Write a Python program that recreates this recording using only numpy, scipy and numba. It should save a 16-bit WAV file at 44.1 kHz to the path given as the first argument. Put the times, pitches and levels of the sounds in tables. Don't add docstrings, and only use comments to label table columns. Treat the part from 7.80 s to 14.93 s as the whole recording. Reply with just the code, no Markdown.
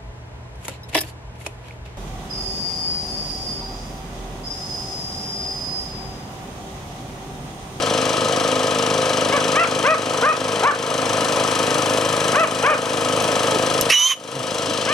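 import sys
import numpy as np
from scipy import signal
from scipy.fft import rfft, irfft, next_fast_len
from scipy.io import wavfile
from scipy.ndimage import uniform_filter1d
from numba import njit

SR = 44100
rng = np.random.default_rng(int(sys.argv[2]) if len(sys.argv) > 2 else 0)


def unload_audio(sound):
    columns = np.transpose(np.atleast_2d(sound))
    steps = np.round(np.clip(columns, -1, 1) * 32767)
    wavfile.write(sys.argv[1], SR, steps.astype(np.int16))


N = 314433
TIME = np.arange(N) / SR

# time_s, firing_rate_hz
ENGINE_SPEED = [(0, 26.092), (.25, 25.951), (1.9, 25.913), (3.3, 26.192), (3.7, 26.126), (5.3, 26.021),
                (7.1, 26.109)]
# place_cycles, decay_cycles, casing_db, valve_tap_db, valve_cover_db
KNOCKS = [(.19, 0.13, -9, -12.5, -18), (.34, 0.089, -9.5, -30, -32), (0.556, 0.17, -9, -6, -3.5),
          (.635, 0.11, -1, -6.5, -5.5), (.789, 0.14, -2, -8.5, -24), (0.851, 0.12, -4, -12, -11.5),
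          (.945, 0.19, -2, -11, -30)]
# time_s, treble_db, casing_db, exhaust_db
MICROPHONE_AIM = [(0, -2.5, -0.5, -0.5), (3, -1, 1.5, 0), (4, 1.5, 1.5, 0), (5.5, 1, 1.5, 0.8),
                  (6.5, 1, -1, -1.5), (7.1, -4.5, -3, -3)]


def from_db(db):
    return 10 ** (np.asarray(db) / 20)


def rms_one(x):
    return x / np.sqrt(np.mean(x ** 2) + 1e-20)


def in_time(rows, t=TIME):
    times, *columns = np.transpose(rows)
    return [np.interp(t, times, column) for column in columns]


def at_hz(points, hz):
    knots_hz, values = np.transpose(points)
    return np.interp(np.log(hz), np.log(knots_hz), values)


def filtered(x, gain_at):
    size = next_fast_len(x.shape[-1] + 2048, True)
    hz = np.maximum(np.arange(size // 2 + 1) * SR / size, 1)
    return irfft(rfft(x, size) * gain_at(hz), size)[..., :x.shape[-1]]


def coloured(x, spectrum):
    return rms_one(filtered(x, lambda hz: from_db(at_hz(spectrum, hz))))


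def resonate(x, hz, width_hz):
    r = np.exp(-np.pi * width_hz / SR)
    feedback = [1, -2 * r * np.cos(2 * np.pi * hz / SR), r * r]
    return signal.lfilter((1 - r * r) / 2 * np.array([1, 0, -1]), feedback, x)


def drift(rate_hz, t=TIME):
    knots = np.arange(t[0], t[-1] + 2 / rate_hz, 1 / rate_hz)
    return np.interp(t, knots, rng.standard_normal(len(knots)))


def phase_of(hz):
    return 2 * np.pi * np.cumsum(hz) / SR


def panned(x, lean_db):
    return rms_one(from_db([[lean_db / 2], [-lean_db / 2]])) * x


def ports(pair):
    # frequency_hz, left_lead_rad
    port_phase = [(100, 1), (450, 0.4), (860, 0.5), (1300, 0.97), (2200, 1.23), (2600, 1.4), (2950, 0.5),
                  (6300, 0.57), (7000, -2), (7800, 0.8), (9300, -1.9), (10400, -3), (15000, -4.5)]
    return filtered(pair, lambda hz: np.exp(1j * at_hz(port_phase, hz) * [[.5], [-.5]]))


def engine_direction(pair):
    # frequency_hz, left_minus_right_db
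    leaning = [(60, -5), (110, 18), (200, -2.5), (380, 1), (700, 1), (1290, 3.5), (2380, 10.5), (4400, 5.5),
               (8120, 8), (15000, -2.5)]
    return filtered(ports(pair), lambda hz: from_db(at_hz(leaning, hz) * [[.5], [-.5]]))


def engine_image(pair):
    # frequency_hz, left_right_coherence
    coherence = [(60, 0.43), (300, 1), (640, 0.61), (1400, 0.77), (3100, 0.96), (6800, 0.92), (10000, 0.6),
                 (15000, 1)]
    mid = filtered(pair[0], lambda hz: np.sqrt(1 + at_hz(coherence, hz)))
    side = filtered(pair[1], lambda hz: np.sqrt(1 - np.minimum(at_hz(coherence, hz), 1)))
    return rms_one(engine_direction(np.array([mid + side, mid - side])))


def exhaust(cycle, fires_at, intake_at, intake_share):
    # order, level_db
    harmonics = [(2, -54), (3, -61.5), (4, -39.5), (5, -42), (6, -38.5), (7, -48), (8, -41), (9, -55),
                 (10, -35.5), (11, -45.5), (12, -35.5), (13, -59), (14, -47.5), (15, -49), (16, -40.5),
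                 (17, -38.5), (18, -30.5), (19, -41.5), (20, -29), (21, -39), (22, -35.5), (23, -47.5),
                 (24, -62), (25, -40), (26, -48.5), (27, -54), (28, -37.5), (29, -69), (30, -52)]
    note = np.zeros(N)
    for k, db in harmonics:
        puffs = np.exp(-2j * np.pi * k * fires_at) + intake_share * np.exp(-2j * np.pi * k * intake_at)
        smear = 0.011 * (k - 20) ** 2 + 0.19 * drift(7)
        note += from_db(db + 1.5 * drift(9)) * np.cos(2 * np.pi * k * cycle + np.angle(puffs) + smear)
    firing_db = np.interp(cycle, np.arange(256), 0.7 * rng.standard_normal(256))
    return np.sqrt(2) * note * from_db(firing_db)


def knocking(cycle, levels_db, between_db, repeat_share, uneven_db):
    power = from_db(between_db) ** 2
    for (place, decay, *_), db in zip(KNOCKS, levels_db):
        turn, age = np.divmod(cycle - place + 1, 1)
        strength = from_db(db + uneven_db * rng.standard_normal(256))[turn.astype(int)]
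        power = power + strength ** 2 * np.exp(-2 * age / decay)
    period = int(SR / np.mean(ENGINE_SPEED, axis=0)[1])
    new_turn = np.diff(np.floor(cycle - .5), prepend=0) != 0
    turn_starts = np.maximum.accumulate(np.arange(N) * new_turn)
    pattern = irfft(np.exp(2j * np.pi * rng.random((2, period // 2 + 1))), period)
    repeated = rms_one(pattern)[:, (np.arange(N) - turn_starts) % period]
    fresh = rng.standard_normal((2, N))
    return (np.sqrt(repeat_share) * repeated + np.sqrt(1 - repeat_share) * fresh) * np.sqrt(power)


def ringing_parts(cycle, play_s=0.00011):
    # place_cycles, frequency_hz, swell_s, level_db
    parts = [(0.172, 7500, 0.0015, -35), (0.203, 953, 0.0032, -31), (.32, 592, 0.0022, -22.5),
             (0.53, 1198, 0.0012, -23), (.57, 970, 0.0028, -26.5), (0.599, 3940, 0.00066, -32),
             (.622, 6208, 0.0013, -24.5), (.665, 3163, 0.0017, -28.5), (.69, 3970, 0.0011, -30),
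             (0.729, 699, 0.0021, -24.5), (0.78, 1042, 0.0021, -24.5), (0.846, 1269, 0.0053, -21.5)]
    firing_hz = np.mean(ENGINE_SPEED, axis=0)[1]
    out = np.zeros(N)
    for place, hz, swell_s, db in parts:
        turn, age = np.divmod(cycle - place + 1, 1)
        uneven_db, slip = rng.standard_normal((2, 256))[:, turn.astype(int)]
        swell = age / firing_hz / swell_s
        envelope = from_db(db + uneven_db) * (swell * np.exp(1 - swell)) ** 2
        out += envelope * np.sin(2 * np.pi * hz * (age / firing_hz + play_s * slip))
    return engine_direction(np.array([out, out]))


def valve_clatter(cycle):
    # frequency_hz, density_db
    tap_spectrum = [(1410, -60), (2400, -13.5), (2900, 0), (3350, -1.5), (3700, -9), (4050, -2.5),
                    (4400, -7), (5000, -7.5), (6130, -9.5), (6430, -9), (6690, -16.5), (7470, -11.5),
                    (8080, -12), (9770, -11.5), (10700, -16), (11600, -24.5), (14200, -27), (15800, -41)]
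    # frequency_hz, width_hz, gain_db
    cover_modes = [(3200, 260, -2.5), (3950, 140, -7.5), (5280, 50, 3), (5864, 78, 4.5), (6160, 130, -4.5),
                   (6930, 170, -3.5), (7220, 67, -0.5), (7500, 47, -5), (8580, 60, -3), (9480, 220, -0.5),
                   (10020, 58, -5)]
    *_, tap_db, cover_db = np.transpose(KNOCKS)
    taps = knocking(cycle, tap_db, between_db=-12, repeat_share=0.13, uneven_db=0.6)
    on_cover = knocking(cycle, cover_db, between_db=-18.5, repeat_share=0.18, uneven_db=0.5)
    cover = rms_one(sum(from_db(db) * resonate(on_cover, hz, width) for hz, width, db in cover_modes))
    clatter = engine_image(coloured(taps, tap_spectrum) + from_db(-6) * cover)
    treble = filtered(clatter, lambda hz: 1 / (1 + (7500 / hz) ** 8))
    treble_db, _, _ = in_time(MICROPHONE_AIM)
    return clatter + (from_db(treble_db) - 1) * treble


def engine():
    # frequency_hz, density_db
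    rumble_spectrum = [(20, -32), (70, -21), (110, -17), (250, -2.5), (380, -5.5), (460, 0.5), (660, 1),
                       (800, -9), (1100, -25), (3000, -80)]
    # frequency_hz, density_db
    casing_spectrum = [(440, -31), (720, -7), (800, -6), (1010, -0.5), (1160, -3), (1280, 2), (1400, -10),
                       (1520, -7), (1670, -4), (2060, -12.5), (2250, -9), (2540, -8), (3120, -28),
                       (5280, -120)]
    cycle = np.cumsum(in_time(ENGINE_SPEED)[0]) / SR
    note = panned(exhaust(cycle, fires_at=.935, intake_at=.385, intake_share=.45), lean_db=0.5)
    turbulence = rng.standard_normal((2, N)) * (1 + 0.092 * np.cos(2 * np.pi * cycle))
    rumble = from_db(-26.5) * engine_image(coloured(turbulence, rumble_spectrum))
    knocks = knocking(cycle, np.array(KNOCKS)[:, 2], between_db=0, repeat_share=0.29, uneven_db=-0.5)
    casing = from_db(-26.5) * engine_image(coloured(knocks, casing_spectrum)) + ringing_parts(cycle)
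    valves = from_db(-26) * valve_clatter(cycle)
    _, casing_db, exhaust_db = in_time(MICROPHONE_AIM)
    return from_db(exhaust_db) * (note + rumble) + from_db(casing_db) * casing + valves


def yap(start, rise_s, release_s, top_hz, scoop, db, hoarse_db, fundamental_db, jaw_db_per_octave):
    # frequency_hz, gain_db
    throat = [(80, -58), (300, -1), (450, 3.5), (620, -4), (780, 7), (900, 3), (1030, 3.5), (1230, 4),
              (1400, 7.5), (1580, 4.5), (1750, -6.5), (2000, -3.5), (2300, -5), (2600, -6.5), (2900, -12),
              (3300, -26), (4500, -55), (9000, -64)]
    # time_s, half_length_s, added_gruffness
    cracks = [(2.91, .012, 0.4), (4.592, .012, .3), (4.908, 0.021, 0.5)]
    # time_s, half_length_s, gain_db
    late_accents = [(1.85, .009, 2), (4.645, .009, 6), (4.935, .009, 1.5)]
    top = start + rise_s
    span = (TIME > start) & (TIME < top + release_s)
    t = TIME[span]

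    def bumps(rows):
        return sum(height * np.exp(-((t - at_s) / half_s) ** 2) for at_s, half_s, height in rows)

    scooped = scoop * np.abs((t - top) / rise_s) ** 2.1
    dropped = .9 * np.abs((t - top) / release_s) ** 2.4
    arch = 1 - np.clip(np.where(t < top, scooped, dropped), 0, .7)
    octaves_down = -np.log2(arch)
    gruff = np.minimum(from_db(hoarse_db + 20 * octaves_down) + bumps(cracks), 1)
    jitter = (0.012 + .016 * gruff) * drift(503, t)
    phase = phase_of(top_hz * arch * (1 + jitter))
    tilt_db = jaw_db_per_octave - 47 * (t - t.mean())
    voice = 0
    for k in range(1, 9):
        hz = k * top_hz * arch
        jaw_db = tilt_db * np.maximum(np.log2(hz / 1350), 0)
        colour_db = at_hz(throat, hz) + jaw_db + fundamental_db * (k == 1)
        shimmer_db = 21 * from_db(hoarse_db) * drift(89, t)
        voice = voice + from_db(colour_db + shimmer_db) * np.sin(k * phase + rng.uniform(0, 2 * np.pi))
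    voice = voice * (1 + 0.51 * gruff * np.sin(phase / 2))
    air = coloured(rng.standard_normal(len(t)) * (1 + np.cos(phase)), throat)
    voice = rms_one(voice) + from_db(-10) * gruff * air
    levelled = voice / np.sqrt(uniform_filter1d(voice ** 2, size=500))
    attack = np.clip((t - start) / 0.023, 0, 1)
    release = 1 - np.clip((t - top) / release_s, 0, 1) ** 1.76
    out = np.zeros(N)
    out[span] = levelled * from_db(db - 12.5 * octaves_down + bumps(late_accents)) * attack * release
    return out


def outdoors(pair, echo_db, scatter_db, t60_s=0.2, swell_s=0.026):
    # delay_s, level_db
    echoes = [(.028, -11), (.046, -14.5), (.068, -25)]
    mono = pair.mean(axis=0)
    age = TIME[:SR // 2]
    envelope = from_db(-60 * age / t60_s) * np.clip(age / swell_s, 0, 1) ** 2
    wash = rms_one(rng.standard_normal((2, len(age))) * envelope) / np.sqrt(len(age))
    out = pair + from_db(scatter_db) * signal.fftconvolve(mono[None], wash, axes=1)[:, :N]
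    for delay, db in echoes:
        side_lags_s = rng.uniform(0, 0.0003, 2)
        echo = np.array([np.interp(TIME - delay - lag, TIME, mono) for lag in side_lags_s])
        out = out + from_db(db + echo_db) * echo
    return out


def dog():
    # fundamental_db, jaw_db_per_octave
    yaps = [(1.508, 0.043, 0.075, 576, 0.19, -15, -16, -1, 0),
            (1.742, 0.078, .056, 678, 0.31, -8, -13, -3, 4),
            (2.03, 0.095, .05, 641, 0.41, -5.5, -17.5, 0.5, -0.5),
            (2.412, 0.093, 0.04, 635.4, .44, -4.5, -17, -.5, -1.5),
            (2.815, 0.077, 0.047, 590.5, 0.58, -3.5, -14, -1, -3),
            (4.53, 0.085, .07, 659, 0.47, -7.5, -17, 0.5, 0.5),
            (4.822, .088, .07, 621.4, .42, -5, -14.5, -0.5, 0.5),
            (6.73, 0.091, .04, 669, .13, -26, -22, 5, -4), (7.06, 0.073, .051, 612, .33, -16, -14, 1, 6)]
    direct = from_db(-3.5) * sum(yap(*row) for row in yaps)
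    return ports(outdoors(panned(direct, lean_db=2.5), echo_db=0.5, scatter_db=-12.5))


def fence_sparks(snap_s, tail_s, tail_db, thump_db):
    # start_s, level_db
    discharges = [(5.424, -21), (6.0112, -4)]
    # frequency_hz, density_db
    spark_spectrum = [(500, -22), (3000, -19), (6000, 2), (8000, -9), (11500, -1.5), (15000, -20)]
    snap, tail, thump = np.zeros((3, N))
    for start, db in discharges:
        age = np.clip(TIME - start, 0, 1)
        snap += from_db(db) * (age > 0) * np.exp(-age / snap_s)
        tail += from_db(db + tail_db) * (age > 0) * np.exp(-age / tail_s)
        thump += from_db(db + thump_db) * np.sin(2 * np.pi * 60 * age) * np.exp(-age / 0.0076)
    crackle = coloured(rng.standard_normal((3, N)), spark_spectrum)
    return snap * crackle[0] + tail * crackle[1:] + thump


def grunts():
    # start_s, length_s, first_pitch_hz, last_pitch_hz, level_db, loss_db_per_harmonic
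    calls = [(5.708, 0.087, 479, 368, -25.5, 9), (6.35, 0.054, 893, 400, -32, 8),
             (6.52, 0.121, 150, 118.6, -27.5, 4), (6.86, .07, 294, 275, -31, 12)]
    out = np.zeros(N)
    for start, length, first_hz, last_hz, db, loss_db in calls:
        span = (TIME > start) & (TIME < start + length)
        t = TIME[span]
        along = (t - start) / length
        pitch = first_hz + (last_hz - first_hz) * along
        phase = phase_of(pitch * (1 + 0.057 * drift(213, t)))
        voice = sum(from_db(-loss_db * k) * np.sin(k * phase) for k in range(1, 6))
        out[span] += from_db(db) * rms_one(voice) * np.sin(np.pi * along) * np.sqrt(2)
    return out


def formant(x, hz, width_hz):
    return resonate(resonate(x, hz, width_hz), hz, width_hz)


def pig_throat(x):
    # frequency_hz, width_hz, gain_db
    formants = [(1136, 220, 3), (2330, 600, -8), (3130, 400, 3.5), (3650, 520, -1.5), (5150, 500, -5),
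                (6200, 440, 3.5), (6600, 450, 3.5), (9800, 750, -4.5), (11400, 800, -8.5)]
    return rms_one(sum(from_db(db) * formant(x, hz, width) for hz, width, db in formants))


def squeal(start_s, attack_s, release_s):
    contour = [(6.104, 2690, -8, -4, -13, -4, 358, -22, 0.97, 0, 0),
               (6.117, 2555, -5, -12, -9, -4, 357, -25, .9, 0, .1),
               (6.129, 2866, 2, -9.5, -8, -4, 324.5, -29, .5, 0, .3),
               (6.149, 3016, 8.5, -4, -13, -14, 307, -32, 0, 0, .4),
               (6.159, 2910, 10, -11, -15, -17, 312, -32, 0.16, 0.09, .36),
               (6.177, 2960, 10, -5, -16, -19, 318.7, -28, 0.14, 0.14, 0.23),
               (6.197, 2985, 7, -6, -5, -20, 321.7, -21, 0, .3, 0),
               (6.229, 3015, 7.5, -2, -9, -18, 335, -19, 0, 0.26, .04),
               (6.247, 3070, 3, 4.5, -5, -22, 341.6, -11, 0, 0.38, .1),
               (6.263, 3110, 10, -5.5, -12, -28, 346.4, -17, 0.2, .06, 0.21),
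               (6.277, 3170, 8.5, -9, -8, -21, 349, -21, 0.3, .08, 0.27),
               (6.291, 3050, 0, -2, 0, -11, 348, -18, 0.2, .1, .2),
               (6.304, 3155, 4.5, -2, -5, -9, 342, -20, .1, .1, 0.066),
               (6.319, 3060, 6, -13, -7, -9.5, 361, -16, 0.29, .1, 0)]
    # frequency_hz, density_db
    burst_spectrum = [(100, -60), (500, -35), (1200, -17), (1900, 7), (2700, -12), (3300, -16), (4400, 0),
                      (5400, -2), (6500, -11), (10500, -4), (15000, -36)]
    let_go = contour[-1][0]
    span = (TIME > start_s) & (TIME < let_go + release_s)
    t = TIME[span]
    pitch, level_db, octave_db, rasp_db, roar_db, fold_hz, hum_db, *depths = in_time(contour, t)
    fading_s = np.maximum(t - let_go, 0)
    pitch = pitch - 5740 * fading_s
    jitter = (0.0045 + .04 * from_db(roar_db)) * drift(1500, t)
    phase = phase_of(pitch * (1 + jitter + .003 * drift(110, t)))
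    folds = phase_of(fold_hz * (1 + .014 * drift(670, t)))
    sway = sum(depth * np.exp(1j * k * folds) for k, depth in enumerate(depths, 1))
    phase = phase + 0.35 * sway.imag
    whistle = sum(from_db(db) * np.sin(k * phase) for k, db in enumerate((0, octave_db, -25, -33), 1))
    hum = from_db(hum_db) * (np.sin(3 * folds) + from_db(-13) * np.sin(2 * folds))
    tones = np.sqrt(2) * (whistle * (1 + 0.77 * sway.real) + hum) * from_db(-190 * fading_s)
    air = rng.standard_normal((3, len(t))) * (1 + 0.85 * np.cos(folds))
    rasp = from_db(rasp_db) * pig_throat(air[0] + 0.16 * air[1] * [[1], [-1]])
    roar = from_db(roar_db) * rms_one(formant(air[2], hz=2180, width_hz=970))
    burst_gate = np.clip(np.minimum(t - 6.105, 6.12 - t) / 0.0095 + 1, 0, 1)
    burst = from_db(-12) * coloured(air[0], burst_spectrum) * burst_gate
    envelope = np.clip((t - start_s) / attack_s, 0, 1) ** 2 * (1 - fading_s / release_s) ** 1.2
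    voice = from_db(level_db) * envelope * (tones + rasp + roar) + burst
    out = np.zeros((2, N))
    out[:, span] = panned(voice, lean_db=-4)
    return outdoors(out, echo_db=-12, scatter_db=-24)


def scene():
    pig = squeal(start_s=6.093, attack_s=0.014, release_s=0.036)
    pasture = engine() + dog() + grunts() + pig
    return pasture + fence_sparks(snap_s=0.0014, tail_s=0.012, tail_db=-16, thump_db=-22)


@njit
def follow(excess, attack, release):
    out, held = np.zeros(len(excess)), 0.0
    for i in range(len(excess)):
        held += (excess[i] - held) * (attack if excess[i] > held else release)
        out[i] = held
    return out


def gain_control(x, threshold_db, attack_s, release_s):
    pole = np.exp(-1 / (0.002 * SR))
    power = signal.lfilter([1 - pole], [1, -pole], np.max(x ** 2, axis=0))
    excess_db = np.maximum(10 * np.log10(power + 1e-12) - threshold_db, 0)
    return x * from_db(-follow(excess_db, 1 / (attack_s * SR), 1 / (release_s * SR)))


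def record(dry):
    held = gain_control(dry, threshold_db=-12.5, attack_s=0.0012, release_s=0.21)
    hiss = from_db(-66) * rng.standard_normal((2, N))
    rounded = .95 * np.tanh((held + hiss) / .95)
    return signal.sosfilt(signal.cheby2(16, 70, 16600, fs=SR, output="sos"), rounded)


dry = scene()
out = record(dry)
unload_audio(out)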